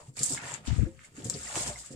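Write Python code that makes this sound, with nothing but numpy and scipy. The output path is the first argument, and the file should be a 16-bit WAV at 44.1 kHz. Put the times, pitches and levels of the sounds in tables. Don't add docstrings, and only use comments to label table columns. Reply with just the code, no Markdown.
import sys
import numpy as np
from scipy import signal
from scipy.fft import rfft, irfft, next_fast_len
from scipy.io import wavfile

SR = 44100
rng = np.random.default_rng(int(sys.argv[2]) if len(sys.argv) > 2 else 0)


def inscribe(sig):
    pcm = np.round(np.clip(np.atleast_2d(sig).T, -1, 1) * 32767)
    wavfile.write(sys.argv[1], SR, pcm.astype(np.int16))


N = 85995
T = np.arange(N) / SR
MIC_LAG_S = .00018


def undb(db):
    return 10 ** (np.asarray(db) / 20)


def unit(x):
    return x / np.sqrt(np.mean(x ** 2))


def curve(rows, column=1):
    rows = np.array(rows)
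    return undb(np.interp(T, rows[:, 0], rows[:, column]))


def swells(rows):
    return sum(undb(db) * np.sin(np.pi * np.clip((T - s) / length, 0, 1)) for s, length, db in rows)


def add(out, s, x):
    i = max(int(s * SR), 0)
    out[:, i:i + x.shape[-1]] += x[..., :max(N - i, 0)]


def colour(x, points):
    size = 2 * next_fast_len(N)
    hz, db = np.array(points).T
    gain = undb(np.interp(np.log(np.fft.rfftfreq(size, 1 / SR) + 1), np.log(hz), db))
    cepstrum = irfft(np.log(gain))
    cepstrum[1:size // 2] *= 2
    cepstrum[size // 2 + 1:] = 0
    return unit(irfft(rfft(x, size) * np.exp(rfft(cepstrum)))[..., :N])


def bubble(hz, cycles, glide):
    u = np.arange(int(2 * cycles / hz * SR) + 2) * hz / SR / cycles
    return np.sin(2 * np.pi * cycles * (u + glide * u * u / 2)) * np.exp(-np.pi * u)


def pop(hz, cycles):
    u = np.arange(int(3.5 * cycles / hz * SR) + 2) * hz / SR / cycles
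    return np.sin(2 * np.pi * cycles * u) * (np.pi * u) ** 2 * np.exp(2 - 2 * np.pi * u)


def grains(per_s, lo_hz, hi_hz, cycles, spread_db, width_db, glide=0):
    out = np.zeros((2, N))
    for when, pitch, size, side, lag, life in rng.random((int(per_s * N / SR), 6)):
        hz = lo_hz * (hi_hz / lo_hz) ** pitch
        grain = bubble(hz, cycles * (.5 + life), glide) * undb(-spread_db * np.log(size + .01))
        for mic, sign in enumerate((1, -1)):
            arrival = when * N / SR + sign * (lag - .5) * MIC_LAG_S * 2
            add(out[mic:mic + 1], arrival, grain * undb(sign * width_db * (side - .5)))
    return out


# (time [s], relative level [dB])
CRACKLE_LEVELS = [(0, -51), (.03, -61), (.09, -56), (.11, -73), (.155, -59), (.172, -41), (.188, -39.5),
                  (.228, -31.5), (.24, -34), (.265, -33.5), (.3, -30.5), (.35, -33), (.4, -50),
                  (.45, -42.5), (.545, -42.5), (.6, -62.5), (.635, -68.5), (.665, -42), (.7, -53.5),
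                  (.78, -50), (.86, -60), (.94, -67), (1.02, -60.5), (1.052, -49.5), (1.09, -68),
                  (1.14, -64), (1.165, -49), (1.238, -52), (1.246, -37.5), (1.285, -42.5), (1.345, -44.5),
                  (1.41, -41), (1.47, -40), (1.543, -38), (1.556, -29), (1.628, -30), (1.648, -39.5),
                  (1.678, -31), (1.715, -46), (1.765, -46), (1.79, -38.5), (1.84, -49.5), (1.865, -44.5),
                  (1.9, -56), (1.928, -44.5), (1.95, -67)]
# (frequency [Hz], gain [dB])
CRACKLE_TONE = [(1000, -64), (3400, -14.5), (4700, -12), (6200, -10.5), (7200, -1.5), (8100, -2),
                (9200, -8.5), (11000, -13), (13000, -24), (16000, -34)]


def crackle():
    films = grains(2200, 3740, 10900, cycles=.92, spread_db=-2.5, width_db=-7)
    fizz = grains(600, 4270, 9000, cycles=50, spread_db=2.5, width_db=16.5, glide=.005)
    return colour(unit(films) + undb(-6) * unit(fizz), CRACKLE_TONE) * curve(CRACKLE_LEVELS) * undb(-5)


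# (time [s], relative squelch level [dB], relative slosh level [dB])
STROKES = [
    [(0.0, -60, -41.5), (0.008, -59.5, -50), (0.054, -73, -61), (0.074, -64.5, -61.5), (0.088, -74, -60),
     (0.15, -81, -82)],
    [(0.16, -59, -78), (0.172, -48.5, -60), (0.336, -54, -45.5), (0.362, -49, -48), (0.38, -42, -50),
     (0.39, -50, -45.5), (0.546, -44.5, -41), (0.62, -68.5, -62)],
    [(0.63, -62.5, -56), (0.68, -47.5, -47), (0.8, -54.5, -53.5), (0.93, -71.5, -69), (1.0, -63, -78),
     (1.05, -59.5, -64.5), (1.1, -69, -71)],
    [(1.14, -70.5, -71), (1.166, -55.5, -59), (1.18, -55.5, -58), (1.23, -60.5, -59), (1.258, -56.5, -55.5),
     (1.416, -52.5, -55.5), (1.48, -47.5, -44.5), (1.53, -46.5, -42)],
    [(1.553, -46.5, -35), (1.561, -43, -36), (1.598, -44.5, -42), (1.646, -45.5, -40), (1.68, -44.5, -40),
     (1.745, -58.5, -49.5), (1.846, -58.5, -61.5), (1.95, -65.5, -62)],
]
# (frequency [Hz], gain [dB])
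SQUELCH_TONE = [(500, -55.5), (1200, -6.5), (1850, -2), (2600, -2), (3500, -4), (5000, -4.5), (8000, -5),
                (15000, -25)]
# (frequency [Hz], gain [dB])
SLOSH_TONE = [(200, -33), (450, -3), (700, -1), (1050, 0), (1400, -8), (2500, 7), (6000, -15)]


def squelch():
    pockets = grains(1100, 1160, 6500, cycles=2.8, spread_db=1, width_db=13.5, glide=.059)
    bubbles = grains(320, 779, 3046, cycles=24, spread_db=2.5, width_db=-7, glide=.016)
    juice = grains(600, 526, 1504, cycles=7.1, spread_db=3.5, width_db=1, glide=.036)
    effort = np.vstack(STROKES)
    squish = colour(unit(pockets) + undb(-4.5) * unit(bubbles), SQUELCH_TONE) * curve(effort)
    slosh = colour(juice, SLOSH_TONE) * curve(effort, column=2)
    return undb(-.5) * squish + undb(-6.5) * slosh


# (time [s], relative level [dB])
TUMBLE_LEVELS = [(0, -57), (.06, -57.5), (.15, -58.5), (.21, -43.5), (.28, -51), (.32, -42), (.4, -49.5),
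                 (.6, -51.5), (.7, -56.5), (.87, -40), (.92, -59.5), (1.0, -64.5), (1.12, -59.5),
                 (1.19, -44), (1.36, -41), (1.52, -60.5), (1.57, -38), (1.63, -48.5), (1.69, -43),
                 (1.87, -64), (1.95, -39.5)]
# (frequency [Hz], gain [dB])
TUMBLE_TONE = [(25, -29), (60, -8.5), (125, 1.5), (180, 0.5), (330, -0.5), (500, 0.5), (800, -17.5),
               (2000, -75)]


def tumble():
    bumps = grains(450, 66, 900, cycles=2.27, spread_db=2, width_db=-.5)
    return colour(bumps, TUMBLE_TONE) * curve(TUMBLE_LEVELS) * undb(-3.5)


# (frequency [Hz], gain [dB])
FLOOR_TONE = [(20, 13), (110, 1), (300, -22), (1000, -12.5), (4000, -43), (9000, -13), (16000, -28)]


def noise_floor():
    return undb(-69) * colour(rng.standard_normal((2, N)), FLOOR_TONE)


# (time [s], level [dB], thump pitch [Hz], relative ring level [dB])
LANDINGS = [(0.081, -33.5, 132.4, -27.5), (0.203, -30, 138, -13), (.301, -33.5, 261.4, -9.5),
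            (.322, -29.5, 138, -21), (0.434, -39.5, 136, -8.5), (0.521, -38.5, 132.6, -12),
            (0.609, -42, 152, -25), (0.7892, -36, 272, -30), (0.862, -30, 334.7, -11.5),
            (1.177, -34.5, 266.4, -18), (1.254, -26, 118.5, -11.5), (1.34, -33.5, 143, -13),
            (1.345, -35.5, 411, -4.5), (1.557, -41, 333, -15), (1.667, -43, 156, 1.5),
            (1.903, -37.5, 136, -5), (1.926, -56, 141, -21)]
# (frequency [Hz], relative level [dB], 60 dB decay time [s])
BOWL_MODES = [(223.7, 4, 0.24), (278.8, 4.5, 0.12), (362.8, 1.5, 0.17), (441, 5.5, 0.065),
              (529, -1.5, 0.31), (705, -8.5, 0.085)]


def thuds(rise_s=.014, decay_s=.013, contact_s=.0045):
    out = np.zeros((2, N))
    t = T[:N // 4]
    for s, db, hz, ring_db in LANDINGS:
        thump = 2 * np.sin(2 * np.pi * hz * t) * (1 - np.exp(-t / rise_s)) * np.exp(-t / decay_s)
        ring = 0
        for mode_hz, mode_db, t60 in BOWL_MODES:
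            fade = undb(mode_db + 2 * rng.standard_normal() - 60 * t / t60)
            ring += fade * np.sin(2 * np.pi * (mode_hz * t + rng.random()))
        add(out, s, undb(db) * (thump + undb(ring_db) * ring / 2 * (1 - np.exp(-t / contact_s))))
    return out


# (time [s], level [dB], pitch [Hz], decay [s], left minus right [dB])
FILM_SNAPS = [(0.1677, -41.5, 4830, 0.0042, -4), (.168, -39.5, 7850, 0.0071, -9),
              (0.1917, -27, 8000, 0.0049, -6), (0.192, -31.5, 4700, 0.007, 1.5),
              (.2322, -14, 7370, 0.0093, 1), (0.2306, -28, 4680, 0.0034, 1),
              (0.2584, -25.5, 7600, 0.012, -14.5), (0.2609, -23, 7800, 0.0005, -3),
              (0.298, -23, 7850, .0005, -9), (.3233, -18.5, 7840, 0.00058, -1),
              (.3234, -28, 5370, 0.00035, 0), (0.519, -31, 7550, 0.0005, 5),
              (0.54, -25.5, 7200, 0.00079, 14), (1.2447, -35.5, 7400, 0.006, 10),
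              (1.2985, -15.5, 7500, 0.00036, 6.5), (1.2987, -26, 5560, 0.0023, 1),
              (1.2995, -36, 12100, 0.0015, 1), (1.339, -37, 5030, 0.018, 9.5)]


def snaps(cycles=4.94, gap_s=.0007):
    out = np.zeros((2, N))
    for s, db, hz, decay, pan_db in FILM_SNAPS:
        gain = undb(db) * undb(np.array([[pan_db], [-pan_db]]) / 2)
        add(out, s, gain * pop(hz, cycles * 2))
        add(out, s + gap_s / 2, gain * undb(-14) * pop(hz=8700, cycles=3))
        for k, (jitter, detune, lag) in enumerate(rng.random((20, 3))):
            delay = (k + 1 + jitter / 2) * gap_s
            tear = gain * pop(hz * (1 + .34 * (detune - .5)), cycles) * np.exp(-delay / decay)
            add(out[:1], s + delay, tear[0])
            add(out[1:], s + delay + (lag - .5) * MIC_LAG_S, tear[1])
    return out


# (time [s], level [dB], decay [s])
STEM_CRUNCHES = [(0.1716, -45, 0.0052), (0.538, -49, .004), (0.67, -42.5, 0.044), (1.2992, -35.5, 0.0025),
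                 (1.5556, -45, 0.0021), (1.563, -42.5, 0.058), (1.665, -41.5, 0.0085), (1.729, -41, 0.0034)]
# (frequency [Hz], gain [dB])
CRUNCH_TONE = [(250, -26), (700, -6), (2300, -9), (3600, 5), (7000, 6), (10000, -6), (16000, -25)]


def crunches():
    cracks = grains(3000, 275, 9300, cycles=.85, spread_db=-.5, width_db=4)
    bursts = sum(undb(db) * (T > s) * np.exp(-abs(T - s) / decay) for s, db, decay in STEM_CRUNCHES)
    return colour(cracks, CRUNCH_TONE) * bursts


# (time [s], length [s], level [dB])
GLOVE_SLIDES = [(.36, 0.17, -51.5), (.77, 0.12, -54.5), (.98, 0.092, -58.5)]
# (frequency [Hz], gain [dB])
SMEAR_TONE = [(700, -27), (1500, 4.5), (2600, -1.5), (3400, -20)]


def smears():
    pockets = grains(1200, 1150, 2850, cycles=2.2, spread_db=4, width_db=4)
    return colour(pockets, SMEAR_TONE) * swells(GLOVE_SLIDES)


# (time [s], level [dB], pitch [Hz], length [s])
JUICE_SQUIRTS = [(0.372, -37.5, 1750, 0.0076), (0.374, -35, 2160, 0.0063), (0.431, -40, 1790, 0.018),
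                 (0.482, -44, 2010, 0.0093), (1.043, -51.5, 2150, 0.0048), (1.468, -41, 1840, 0.0087),
                 (1.756, -42.5, 2070, 0.0028)]


def squirts(fade_db=7):
    out = np.zeros((2, N))
    for s, db, hz, length in JUICE_SQUIRTS:
        for k, (when, detune, side) in enumerate(rng.random((4, 3))):
            pan = undb(1.9 * (side - 1.5) * np.array([[1], [-1]]))
            blip = pop(hz * (1 + .1 * (detune - .5)), cycles=18)
            add(out, s + (k + when) * length / 5, pan * undb(db - k * fade_db) * blip)
    return out


# (time [s], length [s], level [dB])
MIC_GUSTS = [(0.674, 0.02, -22.5), (0.69, 0.063, -20), (0.757, 0.022, -28), (0.78, 0.03, -15.5),
             (0.805, 0.044, -16), (0.843, 0.0354, -27.5), (0.867, 0.12, -49), (.96, 0.08, -53)]
# (frequency [Hz], gain [dB])
EDDY_TONE = [(15, -14), (35, -14), (65, 0.5), (130, -3.5), (170, -13), (280, -23.5), (450, -25.5),
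             (800, -66), (2000, -67)]


def air_puff():
    eddies = signal.hilbert(colour(rng.standard_normal((2, N)), EDDY_TONE))
    evened = eddies.real / (abs(eddies) + .5)
    rumble = colour(evened, [(20, 0), (300, 6), (600, -14.5), (1500, -20)])
    return rumble * swells(MIC_GUSTS) * undb([[0], [-33]])


# (time [s], level [dB], pitch [Hz])
CUBE_KNOCKS = [(0.7907, -34.5, 443), (.9925, -40.5, 2070), (1.2215, -43.5, 3000), (1.5562, -29.5, 1000),
               (1.5567, -26.5, 2640), (1.564, -28.5, 750), (1.5725, -30, 372), (1.577, -32, 1000)]


def knocks():
    out = np.zeros((2, N))
    for s, db, hz in CUBE_KNOCKS:
        add(out, s, undb(db) * pop(hz, cycles=3))
    return out


# (time [s], level [dB])
ROCK_LEVELS = [(1.38, -85), (1.45, -49), (1.54, -65), (1.68, -43.5), (1.8, -53.5), (1.9, -73)]


def rocking(hz=59.4):
    return curve(ROCK_LEVELS) * np.sin(2 * np.pi * hz * T) * (T > ROCK_LEVELS[0][0])


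# (left delay [s], right delay [s], level [dB])
STEEL_ECHOES = [(.0011, 0.0009, -25.5), (.0023, 0.0022, -18.5), (.0034, 0.0048, -17.5)]


def bowl_echoes(x):
    out = x.copy()
    for left_s, right_s, db in STEEL_ECHOES:
        add(out[:1], left_s, undb(db) * x[0])
        add(out[1:], right_s, undb(db) * x[1])
    return out


def kitchen_echo(x, t60_s=.096):
    t = T[:N // 4]
    walls = rng.standard_normal((2, len(t))) * undb(-60 * t / t60_s) * (t > .003)
    walls /= np.sqrt(np.sum(walls ** 2, axis=1, keepdims=True))
    tail = signal.fftconvolve(x, walls, axes=1)[:, :N]
    return signal.sosfilt(signal.butter(2, 250, "high", fs=SR, output="sos"), tail)


def scene():
    rustle = bowl_echoes(crackle() + squelch() + smears() + crunches())
    bowl = rustle + snaps() + squirts() + knocks() + tumble() + thuds() + rocking()
    return bowl + undb(-4) * kitchen_echo(bowl) + air_puff() + noise_floor()


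# (frequency [Hz], level [dB])
MIC_PORTS = [(7200, -6.5), (8200, -9.5)]


def record(dry):
    heard = np.array([x + undb(db) * signal.lfilter(*signal.iirpeak(hz, Q=7, fs=SR), x)
                      for x, (hz, db) in zip(dry, MIC_PORTS)])
    return signal.sosfilt(signal.ellip(8, .2, 70, 15800, fs=SR, output="sos"), heard)


dry = scene()
out = record(dry)
inscribe(out)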